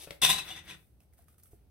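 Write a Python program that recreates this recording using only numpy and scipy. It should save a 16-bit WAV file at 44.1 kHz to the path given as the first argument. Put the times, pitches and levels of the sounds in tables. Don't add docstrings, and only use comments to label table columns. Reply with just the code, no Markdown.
import sys
import numpy as np
from scipy import signal
from scipy.fft import rfft, irfft
from scipy.io import wavfile
from scipy.ndimage import uniform_filter1d

SR = 44100
rng = np.random.default_rng(int(sys.argv[2]) if len(sys.argv) > 2 else 0)


def makeup_ratio(level_db):
    decades = np.asarray(level_db, float) / 20
    return 10 ** decades


def wrap_up_sound(samples):
    columns = np.atleast_2d(samples).T
    tamed = np.clip(columns, -1, 1)
    steps = np.round(tamed * 32767).astype(np.int16)
    wavfile.write(sys.argv[1], SR, steps)


N = 74970

LEAN_DB, LATE_LEAN_DB, LATE_FROM_S = 4, -0.5, 0.85


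def drag():
    # [t/s, level/dB]
    strokes = [
        [(0.212, -66.5), (0.218, -27), (0.238, -24), (0.288, -30.5), (0.304, -25), (0.374, -35.5), (0.386, -32),
         (0.44, -45)],
        [(0.44, -50.5), (0.488, -38.5), (0.506, -39), (0.548, -43.5), (0.592, -41.5), (0.64, -60.5)],
        [(0.64, -53), (0.668, -49.5), (0.682, -41), (0.71, -40), (0.752, -46), (0.762, -71.5), (0.88, -100)],
    ]
    # [t/s, jump/dB, ring/s]
    slips = [(0.22, -3.5, 0.0033), (0.232, 1.5, .01), (0.2484, 7.5, .005), (.261, 5, 0.002),
             (0.279, 2, .004), (0.2906, 11, .003), (.3007, 10.5, 0.0012), (0.335, 0, 0.0019),
             (0.387, 3.5, 0.01), (0.499, -9, 0.0025), (0.5023, 2.5, .01), (0.564, 8, 0.0093),
             (0.7002, 5, 0.0035), (0.709, 6.5, .002), (0.734, -1, 0.0018)]
    # [f/Hz, width/Hz, level/dB]
    body_modes = [(1016, 26, -5), (2600, 55, 3), (3560, 60, -4), (2480, 60, -7), (775, 60, -12),
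                  (1745, 45, -9), (1950, 45, -14), (2165, 70, -8), (2900, 35, -8), (3200, 40, -11),
                  (3850, 120, -9), (4120, 100, -12), (4840, 60, -13), (6100, 400, -7), (8200, 500, -15)]
    # [t/s, f/Hz]
    edge_mode = [(.22, 3750), (.24, 3604), (.31, 3674), (.39, 3966), (.45, 3410), (.52, 3565), (.68, 3480),
                 (.72, 3540)]
    # [f/Hz, level/dB per Hz]
    grit_colour = [(100, -10), (700, -9.5), (1300, -21.5), (2500, -11.5), (4400, -9.5), (7000, 0.5),
                   (11400, 0.5), (16000, -16.5)]
    # [f/Hz, level/dB per Hz]
    slide_colour = [(120, -42), (200, -18.5), (635, -12.5), (1200, -4), (1900, 7.5), (2700, 5),
                    (3600, -6.5), (4500, -8.5), (11500, -37), (16000, -33.5)]
    # [f/Hz, width/Hz, level/dB]
    table_modes = [(79, 34, -45.5), (171.5, 9.9, -50), (145, 11.7, -48), (303.7, 17, -51.5)]
    # [t/s, peak/dB, f/Hz, ring/s]
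    struck_modes = [(.009, -46, 3730, 0.006), (.012, -41, 3610, 0.0051), (.038, -38.5, 3820, 0.0021),
                    (.0735, -47, 2560, 0.0046), (1.19, -57.5, 690, 0.0084), (1.214, -71, 748, .007),
                    (.221, -15.5, 3470, .004), (.233, -21, 3530, 0.0047), (0.237, -25, 2587, 0.023),
                    (.2478, -14, 3610, 0.0032), (0.248, -24, 2553, .008), (.26, -44, 3590, 0.0076),
                    (0.264, -34, 2756, 0.0033), (.222, -30.5, 1056, 0.011), (0.229, -40.5, 166.4, 0.073),
                    (.29, -44, 160.3, 0.044), (0.304, -28, 6320, 0.0068), (.24, -27, 5730, 0.015),
                    (0.2942, -44, 2699, 0.0031), (0.295, -25.5, 1026, 0.019), (.2996, -33, 3580, 0.0041),
                    (.308, -22, 3710, .008), (0.323, -56, 2570, 0.0067), (.336, -34, 3680, 0.0031),
                    (.383, -25, 3540, 0.0043), (.389, -36, 3950, 0.0055), (.385, -43, 1024, 0.031),
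                    (0.394, -35.5, 2606, 0.015), (.504, -44.5, 761, .01), (0.509, -40, 2900, 0.017),
                    (.512, -36.5, 3536, 0.012), (.575, -50, 1974, 0.015), (.68, -49, 3500, 0.0062),
                    (.708, -53.5, 3470, .006), (0.708, -40, 2504, .01)]
    grit_db, slide_db, light_ring_db = -3, -12, -16
    full_db, press_law, table_law = -25.5, 1, 0.73
    chatter_db, contact_db, pitch_wander = -1, 1.5, 0.004

    t = np.arange(N) / SR
    point_s, point_db = np.transpose([point for stroke in strokes for point in stroke])
    pressure_db = np.interp(t, point_s, point_db, -130, -130)
    jumps_db = sum(jump_db * after(t, s, ring_s) for s, jump_db, ring_s in slips)
    bumps = grains(per_s=6700, spread_db=1)
    light = bumps * makeup_ratio(pressure_db + jumps_db + chatter_db * slow(size=120))
    hard = light * makeup_ratio(press_law * (pressure_db - full_db))

    push = hard + makeup_ratio(light_ring_db) * light
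    ring = np.zeros((2, N))
    for k, (hz, width, db) in enumerate(body_modes):
        gain = (-1) ** k * makeup_ratio(db + contact_db * slow(size=700))
        ring += gain * resonate(push, hz * (1 + pitch_wander * slow(size=2000)), width)
    moving_hz = np.interp(t, *np.transpose(edge_mode))
    ring += makeup_ratio(2) * resonate(push, moving_hz, width=150)
    ring /= np.sqrt(sum(makeup_ratio(2 * db) * 2 * np.pi * width / SR for hz, width, db in body_modes))

    grit = makeup_ratio(grit_db) * colour(hard, grit_colour) / colour(bumps, grit_colour).std()
    slide = makeup_ratio(slide_db) * colour(light, slide_colour) / colour(bumps, slide_colour).std()
    catches = sum(makeup_ratio(db) * ping(t, s, hz, ring_s, rise=0.0025) for s, db, hz, ring_s in struck_modes)

    shake = rng.standard_normal(N) * makeup_ratio(table_law * (pressure_db - full_db))
    table = sum(makeup_ratio(db) * resonate(shake, hz, width) * np.sqrt(SR / (2 * np.pi * width))
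                for hz, width, db in table_modes)
    return lean(ring + grit + slide + catches, LEAN_DB) + table


def silk():
    # [t/s, length/s, level/dB, paper share/dB]
    swishes = [(0.057, 0.063, -64, 3.5), (0.423, 0.12, -56.5, 2), (0.615, 0.14, -66.5, -2.5),
               (0.734, 0.18, -72, -12.5), (0.1, 0.073, -61.5, -1.5), (0.999, 0.056, -73.5, -8.5),
               (1.129, 0.026, -70, -14.5), (1.161, 0.082, -69.5, -8), (1.266, 0.084, -70, -8),
               (1.377, 0.037, -66, -12.5), (1.423, 0.078, -64, -16.5), (1.504, 0.054, -66.5, -14.5),
               (1.55, 0.11, -80.5, -5.5)]
    # [t/s, peak/dB, low share/dB, ring f/Hz]
    ticks = [(1.003, -49, -13.5, 2620), (1.033, -55.5, -21, 3620), (1.1264, -52, -10.5, 2190),
             (1.135, -50, -11.5, 2000), (1.181, -50, -12, 1860), (1.189, -50, -11, 1080),
             (1.2211, -48.5, -25.5, 2744), (1.241, -52.5, -31, 1986), (1.2829, -41, -13.5, 1230),
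             (1.3273, -52, -14.5, 1410), (1.3433, -52.5, -10, 1348), (1.3817, -48, -16, 1230),
             (1.399, -53, -4.5, 4500), (1.4271, -53, -5, 4520), (1.434, -33, -32, 1260),
             (1.456, -51.5, -7.5, 1296), (1.457, -56, -3, 3400), (1.468, -51, -14, 1485)]
    # [f/Hz, peak/dB, ring/s]
    snap_modes = [(700, -67, .004), (2700, -61, .0016), (5300, -62, .0012), (13000, -62, .0006),
                  (14200, -60, .0006), (15400, -60, .0006)]
    # [f/Hz, level/dB per Hz]
    sheen_colour = [(2940, -36), (5000, -17), (7270, -10), (8670, -5), (11900, -4.5), (15200, -6.5),
                    (16000, -9.5)]
    # [f/Hz, level/dB per Hz]
    paper_colour = [(350, -19.5), (686, -2), (993, -9), (1350, -3.5), (1950, -5.5), (3400, -9.5),
                    (5000, -12), (7000, -25.5), (15400, -70)]
    # [f/Hz, level/dB per Hz]
    brush_colour = [(180, -47.5), (300, -8.5), (645, -12.5), (1500, -22.5), (2600, -11), (3800, -11.5),
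                    (7320, -13), (10700, -9), (16000, -23)]
    # [end/s, fade/s, level/dB, catch t/s, catch jump/dB]
    brush_end, brush_fade, brush_db, catch_s, catch_db = (.048, .01, -50, .035, 5)
    swish_rise = 0.25
    tick_s, tick_ring_db, tick_ring_cycles = 0.002, -6, 4.33

    t = np.arange(N) / SR
    sheen, paper, brush = (evened(colour(grains(per_s=9000, spread_db=4), points))
                           for points in (sheen_colour, paper_colour, brush_colour))
    brush_level = makeup_ratio(brush_db + catch_db * after(t, catch_s, tick_s * 3))
    out = brush * brush_level * np.exp(-np.maximum(t - brush_end, 0) / brush_fade)

    for start, length, db, low_db in swishes:
        u = np.clip((t - start) / length, 0, 3)
        swell = np.minimum(u / swish_rise, 1) * np.exp(-u ** 3)
        out = out + makeup_ratio(db) * swell * (sheen + makeup_ratio(low_db) * paper)

    for s, db, low_db, hz in ticks:
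        ring = ping(t, s, hz, tick_ring_cycles / hz, 1 / hz)
        out = out + makeup_ratio(db + low_db + tick_ring_db) * ring
        burst = after(t, s, tick_s) * np.clip((t - s) / tick_s, 0, 1) ** 0.5
        out = out + makeup_ratio(db - 11) * burst * (sheen + makeup_ratio(low_db) * paper)

    snap = sum(makeup_ratio(db) * ping(t, 1.005, hz, ring_s, 1 / hz) for hz, db, ring_s in snap_modes)
    return lean(out + snap, np.where(t < LATE_FROM_S, LEAN_DB, LATE_LEAN_DB))


def knocks():
    # [t/s, peak/dB, crack/dB, crack decay/s, push/dB]
    hits = [
        (0.0732, -43, -65, 0.006, -87),
        (0.1072, -39.5, -33.5, 0.0027, -71),
        (1.5322, -55, -88, 0.0037, -61.5),
    ]
    # [f/Hz, level/dB, t60/s]
    board_modes = [(68.4, -19.5, .1), (162, -3.5, 0.066), (308, -7, 0.08), (438.3, -6, 0.05),
                   (501, 2, 0.031), (567.8, -8, 0.2049), (633, -12.5, 0.06), (990, -17, 0.025),
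                   (1350, -8.5, 0.033), (1482, -11.5, 0.03)]
    # [f/Hz, level/dB, t60/s]
    thud_modes = [(69.6, -3, .2), (108, 6, .06), (324.5, 2.5, 0.06), (399.5, 2.5, 0.071), (690, -5, 0.053)]
    # [f/Hz, level/dB per Hz]
    crack_colour = [(500, -4), (1300, -5.5), (3500, 5.5), (5000, -4.5), (7000, -5.5), (11000, -7),
                    (16000, -18)]
    thud_from_s, push_s = 1.5, 0.0016

    t, out = np.arange(N) / SR, np.zeros((2, N))
    crack = evened(colour(grains(per_s=SR / 2, spread_db=0.93), crack_colour))
    for s, db, crack_db, crack_s, push_db in hits:
        modes = thud_modes if s > thud_from_s else board_modes
        detune = rng.uniform(0.99, 1.01, len(board_modes))
        ring = np.zeros(N)
        for (hz, mode_db, t60), k in zip(modes, detune):
            decay = after(t, s, t60 / np.log(1000))
            ring += makeup_ratio(db + mode_db) * decay * np.sin(2 * np.pi * hz * k * (t - s))
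        ring = ring * np.clip((t - s) / push_s, 0, 1) ** 0.5
        push = makeup_ratio(push_db) * np.e * (t - s) / push_s * after(t, s, push_s)
        hit = ring + push + makeup_ratio(crack_db) * after(t, s, crack_s) * crack
        out -= lean(hit, LEAN_DB if s < LATE_FROM_S else LATE_LEAN_DB)
    return out


def space(x):
    # [f/Hz, t60/s]
    room_decay = [(100, 0.53), (1000, 0.25), (4000, 0.234), (15000, 0.17)]
    tail_db, half = -7, SR // 2
    noise = rng.standard_normal((2, half)) * (np.arange(half) / SR > 0.003)
    hz, tail_s, z = signal.stft(noise, SR, nperseg=256)
    z *= makeup_ratio(-60 * tail_s / read(room_decay, hz)[:, None])
    z *= np.minimum(hz / 400, 1)[:, None]
    tail = signal.istft(z, SR, nperseg=256)[1][:, :half]
    tail = makeup_ratio(tail_db) * tail / np.linalg.norm(tail[0])
    return x + signal.fftconvolve(x, tail, axes=1)[:, :N]


def room_tone():
    # [f/Hz, level/dB per Hz]
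    hum_colour = [(35, -22.5), (62, 0), (92, -7.5), (157, -16.5), (775, -32), (1000, -40), (6740, -47.5),
                  (9570, -44)]
    # [f/Hz, likeness/0-1]
    hum_likeness = [(30, 0.5), (120, .9), (600, 0.6), (2000, 0), (15000, 0.05)]
    hum_db = -63
    frames, hz = N // 256 + 5, np.fft.rfftfreq(1024, 1 / SR)
    a, b, c, d, patches = rng.standard_normal((frames, 513, 5)).T
    patches = uniform_filter1d(patches, size=8, axis=0)
    patches = evened(uniform_filter1d(patches, size=14, axis=1))
    same = np.clip(read(hum_likeness, hz), -1, 1)[:, None]
    left, other = a + 1j * b, c + 1j * d
    right = same * left + np.sqrt(1 - same ** 2) * other
    z = np.array([left, right]) * makeup_ratio(0.5 * patches)
    noise = signal.istft(z, nperseg=1024, noverlap=768)[1][:, :N]
    return makeup_ratio(hum_db) * evened(colour(noise, hum_colour))


def grains(per_s, spread_db):
    # [f/Hz, likeness/0-1]
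    near_likeness = [(130, 0.4), (640, .95), (1400, 0.83), (3100, 0.6), (6800, 0.5), (15000, 0)]
    size = makeup_ratio(spread_db * np.minimum(rng.exponential(1, (2, N)), 4))
    sign = rng.choice([-1., 1.], (2, N))
    a, b = rfft(size * sign * (rng.random((2, N)) < per_s / SR))
    same = np.clip(read(near_likeness, np.fft.rfftfreq(N, 1 / SR)), 0, 1)
    return evened(irfft(np.array([a, same * a + np.sqrt(1 - same ** 2) * b]), N))


def resonate(x, hz, width):
    turn = np.exp(2j * np.pi * np.cumsum(hz * np.ones(N)) / SR)
    r = np.exp(-np.pi * width / SR)
    return 2 * (turn * signal.lfilter([1 - r], [1, -r], x / turn)).real


def ping(t, s, hz, ring, rise):
    return after(t, s, ring) * np.clip((t - s) / rise, 0, 1) * np.sin(2 * np.pi * hz * (t - s))


def after(t, s, ring):
    return (t >= s) * np.exp(-np.maximum(t - s, 0) / ring)


def slow(size):
    once = uniform_filter1d(rng.standard_normal(N), size=size)
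    return evened(uniform_filter1d(once, size=size))


def lean(x, db):
    x = x * np.ones((2, 1))
    return np.array([np.roll(x[0], 2), x[1]]) * makeup_ratio(np.array([[0.5], [-0.5]]) * db)


def colour(x, points):
    hz = np.fft.rfftfreq(x.shape[-1], 1 / SR)
    ends = [(points[0][0] / 2, points[0][1] - 30)] + list(points)
    return irfft(rfft(x) * makeup_ratio(read(ends, hz)), x.shape[-1])


def read(points, hz):
    f, value = np.transpose(points)
    return np.interp(np.log(hz + 1), np.log(f + 1), value)


def evened(x):
    return x / np.sqrt(np.mean(x ** 2) + 1e-20)


def scene():
    return space(drag() + silk() + knocks()) + room_tone()


def top_cut(x):
    return signal.sosfilt(signal.butter(12, 16510, fs=SR, output="sos"), x)


def record(dry):
    notch_hz, notch_width_hz, notch_db = 7100, 400, -8
    edge_hz, edge_db, top_hz = 15800, -30, 16450
    hz = np.fft.rfftfreq(N, 1 / SR)
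    notch = notch_db * np.exp(-((hz - notch_hz) / notch_width_hz) ** 2)
    edge = edge_db * np.clip((hz - edge_hz) / 150, 0, 1)
    mix = irfft(rfft(dry) * makeup_ratio(notch + edge) * (hz < top_hz), N)
    return top_cut(mix)


dry = scene()
out = record(dry)
wrap_up_sound(out)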